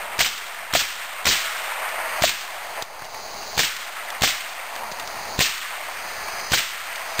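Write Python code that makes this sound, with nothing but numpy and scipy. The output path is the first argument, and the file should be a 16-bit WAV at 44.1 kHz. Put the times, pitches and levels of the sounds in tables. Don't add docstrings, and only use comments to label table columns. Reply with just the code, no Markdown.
import sys
import numpy as np
from scipy import signal
from scipy.fft import rfft, irfft
from scipy.io import wavfile
from scipy.ndimage import uniform_filter1d

SR = 44100
rng = np.random.default_rng(int(sys.argv[2]) if len(sys.argv) > 2 else 0)


def bounce(signal):
    frames = np.transpose(np.atleast_2d(signal))
    limited = np.clip(frames, -1, 1)
    pcm = np.round(limited * 32767).astype(np.int16)
    wavfile.write(sys.argv[1], SR, pcm)


def ratio_of_db(decibels):
    return 10 ** (np.asarray(decibels, float) / 20)


N = 317520

# f/Hz, density/dB per Hz
WASH_SPECTRUM = [(150, -66), (250, -29.5), (345, -21.5), (435, -14.5), (656, 0), (977, -1.5), (1310, -4.5),
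                 (1510, -6.5), (1650, -6), (2030, -5), (3440, -12.5), (4940, -18.5), (5400, -16),
                 (7020, -65.5), (11900, -120)]
WASH_LIMITS_HZ = 1200, 2850, 6500
# f/Hz, density/dB per Hz
RUMBLE_SPECTRUM = [(13, -31), (22, -9.5), (27, -5), (39, -3), (54, -4), (108, -7.5), (144, -10),
                   (193, -6.5), (293, -9.5), (450, 0), (580, -23), (990, -120)]
# echo/dB, swell/s, T60/s, steady/dB
WOODS_RANGES = [
    (-14, 0.33, 3.01, -43.5),
    (-12.5, 0.12, 2.85, -47),
    (-14.5, 0.043, 1.53, -47.5),
    (-17, 0.063, .85, -38),
    (-25.5, 0.034, 0.55, -50),
]
# t/s, insect chorus/dB, breeze and traffic/dB
SWELLS = [(0, -8, 2.5), (1.2, -7.5, -4.5), (2.2, -0.5, -2), (2.85, 3, 4), (3.2, 4.5, 3.5),
          (3.6, -1.5, -1.5), (4.6, 1.5, -2), (5.2, 0, 2), (5.75, -0.5, -2), (6.05, 3.5, 4), (6.5, -4, -3),
          (7.2, 3, -1)]
# f/Hz, width/Hz, level/dB
CHORUS_BANDS = [(4070, 500, -2), (4596, 770, 3.5), (4970, 260, -4), (5526, 900, -7.5)]
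# f/Hz, width/Hz, level/dB
CRICKET_BANDS = [(4450, 110, -4), (4970, 97, 0), (2380, 71, -8)]
CRICKET_START_S, CRICKET_SWELL_S, CRICKET_DB = 5.85, .25, -39.5
# t/s, f/Hz, level/dB
MOTOR_COURSE = [(4.66, 274, -68), (4.74, 255, -57), (4.86, 211, -52), (4.95, 201, -68)]
# t/s, f/Hz, level/dB
WHINE_COURSE = [(5.95, 1800, -62), (6.1, 1775, -44.5), (6.25, 1690, -39.5), (6.5, 1646, -45),
                (6.53, 1670, -70)]
# t/s, gain just after/dB, recovery/dB per s, echo sent to woods/dB, extra bass/dB
DUCKS = [(-.4, -19.5, 19, -1, 1), (0.192, -23.5, 23, 0, -2), (0.738, -21.5, 21, -0.5, -2),
         (1.254, -22, 20.5, 5, -1), (2.222, -22.5, 20.5, -0.5, 3), (2.825, -18.5, 26.5, -60, 0),
         (3.578, -22.5, 21, 0.5, -0.5), (4.219, -20.5, 18, -1.5, 2), (5.391, -20, 19, 0, -1.5),
         (6.52, -21, 21.5, 0, -1.5), (7.193, -13, 20, 0, 0)]
# t/s, peak/dB, ring f/Hz, body/dB, low knock/dB
CONTACTS = [(1.8905, -20, 3230, -26, -53), (2.8228, -11.5, 3720, -26, -33), (2.9936, -31, 4760, -33.5, -52),
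            (3.02, -33, 4140, -29, -36), (3.045, -23, 5350, -41, -56), (3.052, -26, 4640, -48, -45),
            (3.1442, -26, 4580, -28, -41), (4.103, -18, 3480, -30, -53), (4.753, -21, 4500, -35, -54),
            (4.762, -23, 3620, -26.5, -56), (4.9152, -20, 4700, -28, -33), (4.92, -18.5, 4740, -42.5, -32),
            (4.997, -15.5, 3660, -29, -47), (5.0749, -16.5, 4690, -35, -39), (6.283, -32, 2650, -26.5, -48),
            (6.9574, -16.5, 3700, -43, -61), (7.06, -35, 4970, -44, -58)]
CONTACT_T60_S = .019
# t/s, thump/dB, slap ring f/Hz, ring/dB, scatter/dB
RIFLE_SHOTS = [(.191, -18.5, 2100, -11.5, -22), (.737, -18, 700, -11, -20.5),
               (1.255, -25, 1800, -33, -15.5), (2.222, -11, 660, 0.5, -21.5),
               (3.578, -16.5, 1600, -19.5, -21), (4.2205, -10, 780, -11, -19.5),
               (5.391, -7.5, 2450, -16, -21), (6.5199, -11, 1570, -14.5, -20.5),
               (7.193, -17, 1760, -21, -17)]
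# delay/s, rise/s, T60/s
PATHS = [(-.0105, .0005, .012), (-.003, .0015, .03), (0, .001, .014), (.006, .001, .04),
         (.0105, .0007, .018), (.0135, .001, .07), (.023, .001, .03), (.026, .004, .12),
         (.0555, .0003, .012), (.058, .002, .1), (.067, .002, .1), (.186, .001, .05), (.226, .002, .05)]
# level/dB, centre f/Hz, width/Hz
PATH_COLOURS = [(-9, 3600, 1000), (-2, 630, 1800), (8.5, 580, 6100), (-4, 2900, 5500), (1.5, 1800, 3900),
                (4, 1460, 3600), (1.5, 1470, 6500), (-1.5, 3840, 2300), (1, 2260, 1000), (-8.5, 2700, 980),
                (-5.5, 1900, 3900), (-14, 1500, 4600), (-23, 500, 1800)]
LEAD_S, PATHS_DB = .012, -11.5
# noise index, low f/Hz, high f/Hz, level/dB, delay/s, rise/s, T60/s
SCATTER_BANDS = [(0, 1600, 3500, 0, .025, .025, .52), (1, 3000, 6500, -1.5, .03, .0033, .4992),
                 (2, 32, 600, -9, .01, .0016, .26), (2, 550, 1300, -12, .04, .02, .52),
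                 (1, 1200, 2600, -6, .08, .03, .3328)]
HOLD_SAMPLES, STEP, OFFSET = 4, 1 / 128, -.0059
OVERLOAD, OUTPUT_CUTOFF_HZ = .4, 15550


def rms_one(x):
    return x / np.sqrt(np.mean(x ** 2) + 1e-20)


def band(x, low_hz, high_hz, order=2):
    limits_hz = [max(low_hz, 10), min(high_hz, 9000)]
    return signal.sosfilt(signal.butter(order, limits_hz, "band", fs=SR, output="sos"), x)


def resonance(x, hz, width_hz):
    r = np.exp(-np.pi * width_hz / SR)
    zeros = np.array([1, 0, -1]) * (1 - r * r) / 2
    return signal.lfilter(zeros, [1, -2 * r * np.cos(2 * np.pi * hz / SR), r * r], x)


def burst(t, rise_s, t60_s):
    t = np.maximum(t, 0)
    return (1 - np.exp(-(t / max(rise_s, 1e-4)) ** 2)) * ratio_of_db(-60 * t / max(t60_s, .004))


def puff(noise, envelope):
    return rms_one(noise * envelope) * np.sqrt(np.mean(envelope ** 2))


def drift(rate_hz):
    r = np.exp(-80 * np.pi * rate_hz / SR)
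    slow = signal.lfilter([1], [1, -2 * r, r * r], rng.standard_normal(N // 40 + 2002))[2000:]
    return np.interp(np.arange(N) / 40, np.arange(len(slow)), rms_one(slow))


def coloured(spectrum, low_hz, high_hz, patchy_db):
    hz = np.maximum(np.fft.rfftfreq(N, 1 / SR), 1)
    point_hz, point_db = np.transpose(spectrum)
    shape = ratio_of_db(np.interp(np.log(hz), np.log(point_hz), point_db))
    shape = shape / np.sqrt((1 + (low_hz / hz) ** 12) * (1 + (hz / high_hz) ** 12))
    noise = irfft(rfft(rng.standard_normal(N)) * shape, N)
    return rms_one(noise * ratio_of_db(patchy_db * (drift(25) + .6 * drift(90))))


def add(out, at_s, sound):
    i = round(at_s * SR)
    out[i:i + len(sound)] += sound[:N - i]


def camera_gain_db(t):
    s, after_db, db_per_s, *_ = np.transpose(DUCKS)
    last = np.maximum(np.searchsorted(s, t, "right") - 1, 0)
    return uniform_filter1d(after_db[last] + db_per_s[last] * (t - s[last]), size=200)


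def woods_level(woods_range, swell_db, bass_share=0):
    echo_db, rise_s, t60_s, steady_db = woods_range
    t = np.arange(0, N, 40) / SR
    power = np.zeros(len(t))
    for s, _, _, sent_db, bass_db in DUCKS:
        power += (ratio_of_db(echo_db + sent_db + bass_share * bass_db) * burst(t - s, rise_s, t60_s)) ** 2
    return np.sqrt(np.interp(np.arange(N) / SR, t, power) + ratio_of_db(steady_db + swell_db) ** 2)


def rumble(breeze_db):
    return woods_level(WOODS_RANGES[4], breeze_db) * ratio_of_db(3) * coloured(RUMBLE_SPECTRUM, 12, 450, 1.2)


def drone(course, wobble_hz):
    s, hz, db = np.transpose(course)
    t = np.arange(N) / SR
    turns = np.cumsum(np.interp(t, s, hz) + wobble_hz * drift(60)) / SR
    return ratio_of_db(np.interp(t, s, db, -120, -120) + 2 * drift(18)) * np.sin(2 * np.pi * turns)


def singers(bands):
    out = np.zeros(N)
    for hz, width_hz, db in bands:
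        white = rng.standard_normal(N)
        out += ratio_of_db(db) * rms_one(resonance(resonance(white, hz, width_hz), hz, width_hz))
    return out


def insects(t, chorus_db):
    chorus = woods_level(WOODS_RANGES[3], chorus_db) * ratio_of_db(-3.5) * singers(CHORUS_BANDS)
    swell = ratio_of_db(CRICKET_DB) * burst(t - CRICKET_START_S, CRICKET_SWELL_S, np.inf)
    return chorus + swell * singers(CRICKET_BANDS)


def woods_wash(chorus_db, breeze_db):
    low_hz, high_hz, top_hz = WASH_LIMITS_HZ
    low = woods_level(WOODS_RANGES[0], breeze_db, bass_share=1)
    middle = woods_level(WOODS_RANGES[1], breeze_db)
    high = woods_level(WOODS_RANGES[2], chorus_db) * ratio_of_db(2.5)
    wash = low * coloured(WASH_SPECTRUM, 140, low_hz, 1.6)
    wash += middle * coloured(WASH_SPECTRUM, low_hz, high_hz, 1.2)
    return wash + high * coloured(WASH_SPECTRUM, high_hz, top_hz, .91)


def surroundings():
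    t = np.arange(N) / SR
    s, chorus_db, breeze_db = np.transpose(SWELLS)
    chorus_db, breeze_db = np.interp(t, s, chorus_db), np.interp(t, s, breeze_db)
    place = rumble(breeze_db) + insects(t, chorus_db) + woods_wash(chorus_db, breeze_db)
    return ratio_of_db(camera_gain_db(t)) * place + drone(MOTOR_COURSE, 4) + drone(WHINE_COURSE, 7.4)


def ticks():
    out, t = np.zeros(N), np.arange(SR // 10) / SR
    for s, db, hz, body_db, knock_db in CONTACTS:
        white = rng.standard_normal((2, len(t)))
        dies = ratio_of_db(-60 * t / CONTACT_T60_S) + ratio_of_db(-17 - 60 * t / .14)
        click = .37 * np.sin(2 * np.pi * hz * t) * dies + .52 * puff(band(white[0], 2400, 5900), dies)
        body = ratio_of_db(body_db + .5) * puff(band(white[1], 440, 2000), ratio_of_db(-60 * t / .032))
        knock = ratio_of_db(knock_db + .5) * np.sin(2 * np.pi * 130 * t) * burst(t, .00085, .027)
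        add(out, s, ratio_of_db(db - 4.5) * click + body + knock)
    return out


def scatter(t):
    noise = rng.standard_normal((3, len(t)))
    tail = np.zeros(len(t))
    for i, low_hz, high_hz, db, delay_s, rise_s, t60_s in SCATTER_BANDS:
        tail += ratio_of_db(db) * rms_one(band(noise[i], low_hz, high_hz)) * burst(t - delay_s, rise_s, t60_s)
    return tail


def slap(t, ring_hz):
    after = t - .0145
    envelope = burst(after, .00045, .047) * np.exp(-(np.maximum(after, 0) / .0084) ** 4)
    noise = band(rng.standard_normal(len(t)), 605, 785)
    return np.sin(2 * np.pi * ring_hz * t) * envelope + .5 * puff(noise, envelope)


def thump(t):
    push = -np.clip(t / .0004, -1, 1) * np.exp(-(t / np.where(t < 0, .003, .002)) ** 2)
    return push - ratio_of_db(-8) * np.roll(push, round(.0155 * SR))


def crack(t):
    flicker = ratio_of_db(2.2 * rms_one(band(rng.standard_normal(len(t)), 100, 600)))
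    out = np.zeros(len(t))
    for (delay_s, rise_s, t60_s), (db, hz, width_hz) in zip(PATHS, PATH_COLOURS):
        noise = resonance(rng.standard_normal(len(t)) * flicker, hz, width_hz)
        level = ratio_of_db(PATHS_DB + db + 1.1 * rng.standard_normal())
        out += level * puff(noise, burst(t - delay_s, rise_s, t60_s))
    return band(out, 320, 9000, order=1)


def shots():
    out, t = np.zeros(N), np.arange(SR // 2) / SR - LEAD_S
    for s, thump_db, ring_hz, ring_db, scatter_db in RIFLE_SHOTS:
        sound = crack(t) + ratio_of_db(thump_db - 7.5) * thump(t)
        sound += ratio_of_db(ring_db) * slap(t, ring_hz) + ratio_of_db(scatter_db) * scatter(t)
        add(out, s - LEAD_S, sound)
    return out


def scene():
    return np.tile(surroundings() + ticks() + shots(), (2, 1))


def starved(x):
    away_hz = np.abs(np.fft.rfftfreq(N, 1 / SR) - SR / HOLD_SAMPLES)
    t, spectrum = np.arange(N) / SR, rfft(x)
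    busy = sum((t > row[0] + .045) * (t < row[0] + .24) for row in RIFLE_SHOTS) * 1.
    busy = uniform_filter1d(busy, size=400)
    core = irfft(spectrum * (away_hz < 330), N)
    skirts = irfft(spectrum * (away_hz >= 330) * (away_hz < 650), N)
    return x - core - busy * skirts


def top_cut(x):
    return signal.sosfilt(signal.butter(12, 16790, fs=SR, output="sos"), x)


def record(dry):
    smooth = signal.sosfilt(signal.butter(3, 6300, fs=SR, output="sos"), dry)
    clipped = smooth / (1 + (smooth / OVERLOAD) ** 4) ** .25
    coarse = np.round(clipped[:, ::HOLD_SAMPLES] / STEP) * STEP + OFFSET
    held = starved(np.repeat(coarse, HOLD_SAMPLES, axis=1)[:, :N])
    low_pass = signal.ellip(12, .2, 100, OUTPUT_CUTOFF_HZ, fs=SR, output="sos")
    mix = signal.sosfilt(low_pass, held)
    return top_cut(mix)


dry = scene()
out = record(dry)
bounce(out)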